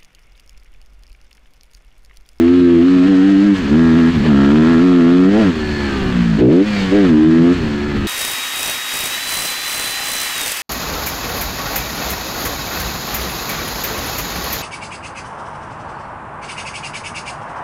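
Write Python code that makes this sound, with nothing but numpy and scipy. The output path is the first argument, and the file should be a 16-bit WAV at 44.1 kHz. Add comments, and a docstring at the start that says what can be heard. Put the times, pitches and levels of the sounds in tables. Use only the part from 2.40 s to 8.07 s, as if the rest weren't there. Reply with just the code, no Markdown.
"""Motocross bike from the helmet

A four-stroke single at racing speed, as its rider hears it. Gulps of air excite the airbox resonance,
orders of the firing rate bark through the exhaust, and each firing cracks the modes of the header pipe.
The throttle shuts for gear changes, over a jump (with one blip in the air) and before a turn,
leaving clatter of struck metal, singing gears, ringing drive, filtered-noise hiss and wind."""
import sys
import numpy as np
from scipy import signal
from scipy.fft import rfft, irfft
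from scipy.io import wavfile
from scipy.ndimage import uniform_filter1d, minimum_filter1d

SR = 44100
rng = np.random.default_rng(int(sys.argv[2]) if len(sys.argv) > 2 else 0)


def transcribe(signal):
    """Save signal, clipped to [-1, 1], as a 16-bit WAV file at the path in sys.argv[1]."""
    frames = np.atleast_2d(signal).T
    limited = np.clip(frames, -1, 1)
    pcm = np.round(limited * 32767).astype(np.int16)
    wavfile.write(sys.argv[1], SR, pcm)


N = 250047
TIME = np.arange(N) / SR  # s
BINS = np.fft.rfftfreq(N, 1 / SR)  # Hz


def gain_of(db):
    """Logarithmic level: decibels to amplitude."""
    return 10 ** (np.asarray(db) / 20)


def evened(x):
    """Normalisation of power: scales to rms 1."""
    return x / np.sqrt(np.mean(x ** 2) + 1e-20)


def curve(rows, axis=1):
    """Linear interpolation: one column of a time table at every sample."""
    rows = np.asarray(rows, float)
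    return np.interp(TIME, rows[:, 0], rows[:, axis])


def swells_db(rows, axis=2):
    """Gaussian envelopes: one column of an event table as bell-shaped swells or dips."""
    return sum(row[axis] * np.exp(-((TIME - row[0]) / row[1]) ** 2) for row in rows)


def colour_at(points, hz):
    """Frequency response: gain of a colour table, interpolated over log frequency."""
    point_hz, db = np.transpose(points)
    return gain_of(np.interp(np.log(hz + 1), np.log(point_hz), db))


def coloured(x, points):
    """Linear filtering: shapes the spectrum by a colour table; rms 1."""
    return evened(irfft(rfft(x) * colour_at(points, BINS), N))


def wander(hz):
    """Low-passed noise: slow chance up to about the given rate; rms 1."""
    noise = rfft(rng.standard_normal(N))
    return evened(irfft(noise / (1 + (BINS / hz) ** 4), N))


def once_a_cycle(cycles, at, spread):
    """Periodic gating: a smooth window at one angle of the engine cycle (shares of a cycle)."""
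    return np.exp((np.cos(2 * np.pi * (cycles - at)) - 1) / (2 * np.pi * spread) ** 2)


def blows(cycles, at, uneven_db):
    """Impulse train: one click per engine cycle at the given angle, each of its own strength."""
    count = np.floor(cycles - at)
    where = np.flatnonzero(np.diff(count) > 0)
    size = gain_of(uneven_db * rng.standard_normal(len(where)))
    # each click falls between two samples, which share it
    late = (count[where + 1] + at - cycles[where]) / (cycles[where + 1] - cycles[where])
    clicks = np.zeros(N)
    clicks[where], clicks[where + 1] = size * (1 - late), size * late
    return clicks


def metal(clicks, t60):
    """Dense modal decay: clicks ring a casting or pipe as fading noise (t60 in seconds)."""
    t = TIME[:SR // 20]
    ring = rng.standard_normal(len(t)) * gain_of(-60 * t / t60)
    return evened(signal.oaconvolve(clicks, ring)[:N])


# Speed of the engine. 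Each row: time in seconds, firings per second.
FIRING_RATE = [(0.0, 82.7), (0.16, 89.3), (0.41, 83.6), (0.47, 91), (0.54, 91.5), (0.63, 89.4),
               (0.69, 98.6), (0.76, 92), (0.91, 99.3), (0.96, 96), (1.06, 103), (1.2, 92.4), (1.26, 67),
               (1.28, 69.6), (1.32, 72.3), (1.39, 82.6), (1.55, 80.5), (1.58, 86), (1.64, 80.6),
               (1.74, 86.4), (1.77, 75), (1.8, 73), (1.81, 65), (1.86, 84), (1.88, 76.5), (1.94, 68.8),
               (2.08, 69.7), (2.16, 77), (2.26, 79.5), (2.3, 84.4), (2.38, 80.9), (2.45, 91.7), (2.59, 87),
               (2.62, 82.4), (2.73, 88), (2.87, 94.3), (2.97, 108), (3.0, 114.4), (3.11, 83.5), (3.14, 79),
               (3.24, 75.1), (3.4, 71.7), (3.9, 55.8), (3.96, 51.4), (4.01, 61), (4.07, 62), (4.14, 84),
               (4.18, 91.4), (4.25, 105), (4.28, 105.7), (4.5, 92.1), (4.56, 103), (4.61, 100), (4.74, 76),
               (5.04, 84.2), (5.16, 90.6), (5.24, 75.6), (5.37, 71.4), (5.46, 73.5), (5.67, 67.6)]
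CRUISE_HZ = 80  # firings per second at which the levels hold


def revs():
    """Logarithmic pitch: engine speed in octaves above cruising."""
    return np.log2(np.maximum(curve(FIRING_RATE), 1) / CRUISE_HZ)


SWEEP = .33  # up to order seven, each order comes this share of a cycle after the one below


def order_angle(cycles, firing_hz, k):
    """Dispersion: ducts smear the low orders into an upward sweep; at low revs the pulses stay apart."""
    fill = np.minimum(firing_hz / 76, 1) ** 2
    return 2 * np.pi * (k * cycles - fill * SWEEP / 2 * (min(k, 7) - 3.6) ** 2)


# Holds of the throttle: out of the turn, through the gears (changes near 1.2, 1.8 s), up the jump face
# (2.9 s), a blip in the air (4.0 s), landing (4.5 s). Each row: start in seconds, end in seconds,
# intake level in dB, its swell over the hold in dB, exhaust level at cruising revs (before trim) in dB,
# rasp level in dB, piston thud level at cruising revs in dB.
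THROTTLE_HOLDS = [(-.1, 0.457, -3.5, 1.5, -25, -32.5, -18.5), (0.425, 1.15, -5, 2.5, -23.5, -30.5, -25.5),
                  (1.174, 1.302, -18.5, 0.5, -35, -70, -28), (1.308, 1.708, -7.5, -2, -28.5, -28, -24),
                  (1.738, 1.861, -14.5, 0, -36, -50, -27.5), (1.87, 2.417, -8, -0.5, -27.5, -27, -28),
                  (2.42, 2.91, -5, 1.5, -27.5, -27, -35), (2.921, 3.115, -10, -7.5, -22, -28.5, -19.5),
                  (3.73, 3.99, -13.5, -1.5, -36, -34, -35.5), (4.0, 4.11, -0.5, 0, -10.5, -49, -27),
                  (4.103, 4.236, -4.5, 4.5, -19, -50, -29), (4.247, 4.51, -17.5, 1, -32, -58, -31.5),
                  (4.521, 4.699, -8, -4, -32, -31.5, -23), (4.698, 5.134, -5.5, -2, -22.5, -29, -25.5),
                  (5.239, 5.357, -18.5, 3, -33.5, -50, -36)]
SHUT_INTAKE_DB, SHUT_EXHAUST_DB, SHUT_RASP_DB, SHUT_THUD_DB = -22.5, -43.5, -45.5, -27.5
OPEN_S, SHUT_S = 0.033, 0.036  # time the twist grip takes


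def throttled(levels_db, shut_db):
    """Envelope control: moves from the shut level to that of each hold and back, as the grip turns."""
    grips = []
    for start, stop, *_ in THROTTLE_HOLDS:
        turn = np.minimum((TIME - start) / OPEN_S, (stop - TIME) / SHUT_S)
        grips.append(np.clip(turn + .5, 0, 1))
    rise_db = sum(grip * (db - shut_db) for grip, db in zip(grips, levels_db))
    return shut_db + rise_db / np.maximum(sum(grips), 1)  # overlapping holds are averaged


def held_db(shut_db, axis):
    """Envelope control: one level column of the throttle table at every sample."""
    return throttled(np.take(THROTTLE_HOLDS, axis, 1), shut_db)


def intake_db():
    """Envelope control: the intake swells or sags steadily through each hold."""
    holds = [db + swell * ((TIME - start) / (stop - start) - .5)
             for start, stop, db, swell, *_ in THROTTLE_HOLDS]
    return throttled(holds, SHUT_INTAKE_DB)


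def engine_load(pull_from_db=-21.5, pull_range_db=10):
    """Load from intake level: 0 coasting to 1 pulling hard."""
    return np.clip((intake_db() - pull_from_db) / pull_range_db, 0, 1)


# Resonance of the airbox. Each row: time in seconds, frequency in Hz, sharpness Q (no unit).
AIRBOX_RESONANCE = [(0, 290.3, 2), (.38, 300, 2.4), (.55, 249.6, 1.46), (1.08, 251, 2.34),
                    (1.28, 225, 0.94), (1.6, 244.5, 1.26), (1.82, 202, 1.14), (2.15, 246.5, 1.1),
                    (2.82, 255.9, 1.15), (2.98, 211, 0.37), (3.1, 263.9, 1.6), (3.96, 184.6, 1.52),
                    (4.01, 318.6, 0.89), (4.22, 280, 1.14), (4.3, 188, 1.44), (4.49, 187.6, 0.73),
                    (4.535, 304.8, 0.84), (4.66, 239, 0.79), (4.84, 288.6, 2.5), (5.1, 273.5, 1.22),
                    (5.22, 225.3, .9), (5.67, 213, 1.2)]


def intake(cycles, firing_hz, rough=0.12, coasting_db=-42, count=9):
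    """Resonance: one suction gulp a cycle; the airbox passes the few orders near its own frequency."""
    box_hz, q = curve(AIRBOX_RESONANCE), curve(AIRBOX_RESONANCE, axis=2)
    honk, power = np.zeros(N), np.zeros(N)
    for k in range(2, count):
        detune = q * (k * firing_hz / box_hz - box_hz / (k * firing_hz))
        height = 1 / (1 + detune ** 2) ** 2
        honk -= height * np.cos(order_angle(cycles, firing_hz, k))
        power += height ** 2 / 2
    # gulps differ in strength, most of all on a shut throttle
    strength = gain_of(intake_db()) * (1 + rough * wander(40))
    strength += gain_of(coasting_db) * wander(45)
    return honk / np.sqrt(power) * strength


def exhaust_db(db_per_octave=9):
    """Source strength: the exhaust follows the throttle and grows with the revs."""
    return held_db(SHUT_EXHAUST_DB, axis=4) + db_per_octave * revs()


def thud_db(load, lugging_db_per_octave=25):
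    """Source strength: the piston thuds hardest when the engine pulls at low revs."""
    return held_db(SHUT_THUD_DB, axis=6) - lugging_db_per_octave * load * revs()


def boom_db(load, coasting_db=-23.5, pulling_db=-52, settle_s=0.078):
    """Delayed release: the pipe booms once the throttle has been shut for a moment."""
    fall = TIME / settle_s
    recent_load = np.maximum.accumulate(load + fall) - fall
    return coasting_db + (pulling_db - coasting_db) * recent_load


# Response of the exhaust and silencer. Each row: frequency in Hz, relative level in dB.
SILENCER_COLOUR = [(100, 3), (135, 10), (175, 8), (350, -33), (420, -14.5), (490, -2.5), (570, -11),
                   (660, -5), (780, -17.5), (1000, -27.5), (1400, -37.5)]


def exhaust(cycles, firing_hz, load, trim_db=-3, rough=0.019, sway_db=5.0,
            boom_hz=365, boom_width_hz=45, count=17):
    """Harmonic synthesis: firing orders through the silencer; unloaded, one pipe resonance booms."""
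    uneven = cycles + .002 * wander(40)
    bark = gain_of(exhaust_db() + trim_db) * (1 + rough * wander(32))
    boom = gain_of(boom_db(load))
    note = gain_of(thud_db(load)) * np.sin(2 * np.pi * cycles)  # piston thud
    for k in range(2, count):
        hz = k * firing_hz
        height = bark * colour_at(SILENCER_COLOUR, hz) * gain_of(sway_db * wander(8.8))
        height += boom / (1 + ((hz - boom_hz) / boom_width_hz) ** 4)
        note -= height * np.sin(order_angle(uneven, firing_hz, k))
    return note


# Spectrum of the crack and puff. Each row: frequency in Hz, relative level in dB.
CRACK_COLOUR = [(200, -26), (600, 13.5), (1000, 10), (3600, -4.5), (5000, -4.5), (8000, -27), (14000, -58)]
# Modes of the header pipe. Each row: frequency in Hz, width in Hz, relative level at full load in dB,
# growth in dB per dB of rasp.
HEADER_MODES = [(679.2, 44, -6.5, 6.5), (1105, 220, -13, 2), (1388, 130, -3, 3), (1666, 97, -5.5, 0.84),
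                (1885, 83, -11.5, 0.5), (2490, 300, -17.5, 0), (3220, 250, -13, 5)]


def rasp(cycles, full_load_db=-27, gas_db=-8, slap_db=-9, slap_uneven_db=2, puff_spread=.16):
    """Modal excitation: each firing cracks the pipe modes, with a puff of gas and a weaker second slap."""
    crack = evened(blows(cycles, at=0.0565, uneven_db=0.4))
    slap = evened(blows(cycles, at=0.36, uneven_db=slap_uneven_db))
    puff = evened(once_a_cycle(cycles, at=0.097, spread=puff_spread) * rng.standard_normal(N))
    blast = crack + gain_of(slap_db) * slap + gain_of(gas_db) * puff
    spectrum = rfft(blast) * colour_at(CRACK_COLOUR, BINS)
    load_db = held_db(SHUT_RASP_DB, axis=5) - full_load_db
    out = np.zeros(N)
    # modes with little growth still buzz at part throttle
    for hz, width, db, growth in HEADER_MODES:
        mode = evened(irfft(spectrum / (1 + 2j * (BINS - hz) / width), N))
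        out += gain_of(db + growth * load_db) * mode
    return gain_of(full_load_db) * out


# Swells and dips of the drive sounds: pulling out of the turn, in gear changes, off the jump,
# after the blip, on landing and into the turn. Each row: time in seconds, half length in seconds,
# ring change in dB, whine change in dB, clatter change in dB, hiss change in dB.
DRIVE_SWELLS = [(.3, .3, 2, 5.5, 0, -2.5), (1.17, 0.031, -4, -1, 0.5, 4), (1.87, .025, 6, 0.5, 4, -1),
                (3.38, .16, 7, -3.5, 0.5, 1), (3.57, 0.22, 0, 10, 3.5, 2.5), (4.4, 0.097, 3, 11.5, 2, 5),
                (4.62, .05, 1, 7, 1, 0.5), (5.5, .25, -0.5, 3, 0.5, -2)]


def drive_swell_db(axis):
    """Level modulation: how much one sound of the drive swells or dips at these moments."""
    return swells_db(DRIVE_SWELLS, axis=axis)


def clatter_db(load, cruise_db=-29.5, db_per_octave=3, pulling_db=2.0):
    """Source strength: clatter grows with revs and load."""
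    return cruise_db + db_per_octave * revs() + pulling_db * load + drive_swell_db(axis=4)


# Spectrum of the engine clatter. Each row: frequency in Hz, relative level in dB.
ENGINE_COLOUR = [(150, -6.5), (400, 10), (800, 4.5), (1250, 6.5), (1500, 6), (1800, 5.5), (2300, 3.5),
                 (2800, 1.5), (3500, 0), (4300, -7), (5300, -16), (8000, -21), (14000, -51)]


def clatter(cycles, load, rush_db=1, count=4):
    """Impact sound: valves and piston knock at four angles of the cycle, over the rush of gears."""
    knocks = np.zeros(N)
    for k in range(count):
        knocks += metal(blows(cycles, at=k / count + 0.0991, uneven_db=0.5), t60=0.067)
    rush = rng.standard_normal(N) * gain_of(2.3 * wander(90))
    mixed = evened(knocks) + gain_of(rush_db) * rush
    return gain_of(clatter_db(load)) * coloured(mixed, ENGINE_COLOUR)


def whine_db(load, coasting_db=-39, db_per_octave=5, pulling_db=-3):
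    """Source strength: the gears sing louder with revs and softer under load."""
    return coasting_db + db_per_octave * revs() + pulling_db * load + drive_swell_db(axis=3)


# Orders of the meshing gears. Each row: multiple of the firing rate (no unit), relative level in dB.
MESH_ORDERS = [(12, -2), (14, -4), (17, -3), (18, 0), (19, -2), (23, -2), (24, -5), (28, -5), (32, -6),
               (38, -8), (43, -6), (46, -11)]


def whine(cycles, load, flutter=0.95, slack=0.076, flutter_hz=5, slip_hz=22):
    """Gear meshing: teeth sing at high orders of the firing rate; backlash makes each line flutter."""
    lines = np.zeros(N)
    for k, db in MESH_ORDERS:
        height = gain_of(db) * (1 + flutter * wander(flutter_hz))
        phase = k * cycles + slack * wander(slip_hz) + rng.random()
        lines += height * np.sin(2 * np.pi * phase)
    return gain_of(whine_db(load)) * evened(lines)


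def ring_db(load, coasting_db=-38, pulling_db=-3):
    """Damping: a chain pulled taut by load quiets the ringing of the drive."""
    return coasting_db + pulling_db * load + drive_swell_db(axis=2)


# Modes of sprockets and cases. Each row: frequency in Hz, width in Hz, relative level in dB.
SPROCKET_MODES = [(1220, 23, -5.5), (1740, 89, 9.5), (4296, 140, 1), (4390, 140, -1), (6600, 110, -32),
                  (7620, 150, -38.5)]


def drive_ring(cycles, load, chain_db=-2, knock_uneven_db=1.5):
    """Modal resonance: knocks of the drive and chain noise ring the sprockets and cases."""
    modes = sum(gain_of(db) / (1 + 2j * (BINS - hz) / width) ** 2 for hz, width, db in SPROCKET_MODES)
    knocks = evened(blows(cycles, at=.4, uneven_db=knock_uneven_db))
    rattle = knocks + gain_of(chain_db) * rng.standard_normal(N)
    return gain_of(ring_db(load)) * evened(irfft(rfft(rattle) * modes, N))


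def hiss_db(load, cruise_db=-44, db_per_octave=4, pulling_db=1.0):
    """Source strength: chain and tyres hiss more with revs and load."""
    return cruise_db + db_per_octave * revs() + pulling_db * load + drive_swell_db(axis=5)


# Spectrum of chain and tyre hiss. Each row: frequency in Hz, relative level in dB.
CHAIN_COLOUR = [(500, -21), (2000, -6.5), (5000, 6), (5600, 0.5), (6400, 0.5), (7900, -5), (9000, -14.5),
                (10800, -20), (12400, -18.5), (14000, -26), (15500, -28.5)]


def hiss(cycles, load, throb=0.23, flicker_db=1.0):
    """Amplitude modulation: fine noise throbs a little with the engine."""
    pulse = 1 + throb * once_a_cycle(cycles, at=.05, spread=0.14)
    noise = rng.standard_normal(N) * pulse * gain_of(flicker_db * wander(120))
    return gain_of(hiss_db(load)) * coloured(noise, CHAIN_COLOUR)


# Speed over the ground. Each row: time in seconds, speed in miles per hour.
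GROUND_SPEED = [(0, 16), (.75, 27), (3, 43), (4.1, 33), (5, 41), (5.67, 38)]
CRUISE_MPH = 38  # ground speed at which the wind level holds


def pace():
    """Logarithmic speed: ground speed in octaves above cruising."""
    return np.log2(curve(GROUND_SPEED) / CRUISE_MPH)


# Gusts on the helmet. Each row: time in seconds, half length in seconds, rise in dB.
HELMET_GUSTS = [(1.78, .06, 7.5), (3.27, .04, 2.5), (3.69, .13, 5.5), (5.24, 0.07, 4.5), (5.59, 0.064, 5.5)]


def wind_db(load, cruise_db=-26, db_per_octave=4, pulling_db=-3):
    """Flow noise: wind grows with ground speed, is stronger while the bike coasts, and gusts."""
    return cruise_db + db_per_octave * pace() + pulling_db * load + swells_db(HELMET_GUSTS)


# Spectrum of the buffeting. Each row: frequency in Hz, relative level in dB.
BUFFET_COLOUR = [(10, -6), (28, -1.5), (50, -1.5), (90, 1), (140, -1), (200, -2.5), (280, -4.5), (420, -12),
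                 (800, -36), (2000, -58)]


def wind(load):
    """Turbulence: low-frequency noise buffets the helmet."""
    return gain_of(wind_db(load)) * coloured(rng.standard_normal(N), BUFFET_COLOUR)


# Ragged firings as the throttle snaps open or the revs flare.
# Each row: time in seconds, half length in seconds, level in dB.
RAGGED_FIRINGS = [(1.285, .015, -28), (1.862, 0.024, -21.5), (3.001, 0.069, -26), (4.017, 0.022, -13.5),
                  (4.096, 0.073, -22), (4.565, .05, -26)]
# Their spectrum. Each row: frequency in Hz, relative level in dB.
RAGGED_COLOUR = [(150, -20), (330, 5), (560, 0), (800, -14.5), (1300, -18), (1900, -18.5), (4000, -26.5),
                 (9000, -60)]


def sputter(cycles):
    """Pulsed jet noise: uneven burns puff out of the silencer, one a cycle."""
    level = sum(gain_of(db) * np.exp(-((TIME - s) / half) ** 2) for s, half, db in RAGGED_FIRINGS)
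    puffs = once_a_cycle(cycles, at=.1, spread=0.37) * rng.standard_normal(N)
    return level * coloured(puffs, RAGGED_COLOUR)


def scene():
    """Superposition: engine sounds share one throttle and one crank, whose speed wavers slightly."""
    firing_hz = curve(FIRING_RATE) * (1 + 0.003017 * wander(25.75))
    cycles = np.cumsum(firing_hz) / SR
    load = engine_load()
    gas = intake(cycles, firing_hz) + exhaust(cycles, firing_hz, load) + rasp(cycles)
    machinery = clatter(cycles, load) + whine(cycles, load) + drive_ring(cycles, load)
    air = hiss(cycles, load) + wind(load)
    return (gas + machinery + air + sputter(cycles))[None]


def gain_control(x, threshold_db=-9.0, ratio=9, recovery_db_per_s=130):
    """Compression: turns everything down while the sum is loud, and recovers quickly."""
    power = uniform_filter1d(uniform_filter1d(x ** 2, size=800), size=550)
    power_db = 10 * np.log10(abs(power) + 1e-12)
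    fall = TIME * recovery_db_per_s
    recent_db = np.maximum.accumulate(power_db + fall) - fall
    over_db = np.maximum(recent_db - threshold_db, 0)
    return x * gain_of(-over_db * (1 - 1 / ratio))


def record(dry, ceiling=.78, edge_hz=15700):
    """Dynamic range and bandwidth: gain control, a quick peak limiter, then a low-pass filter."""
    ducked = gain_control(dry[0])
    allowed = np.minimum(1, ceiling / (abs(ducked) + 1e-9))
    held = ducked * uniform_filter1d(minimum_filter1d(allowed, size=700), size=700)
    low_pass = signal.firwin(511, edge_hz, window=("kaiser", 9), fs=SR)
    return signal.oaconvolve(held, low_pass, "same")[None]


dry = scene()
out = record(dry)
transcribe(out)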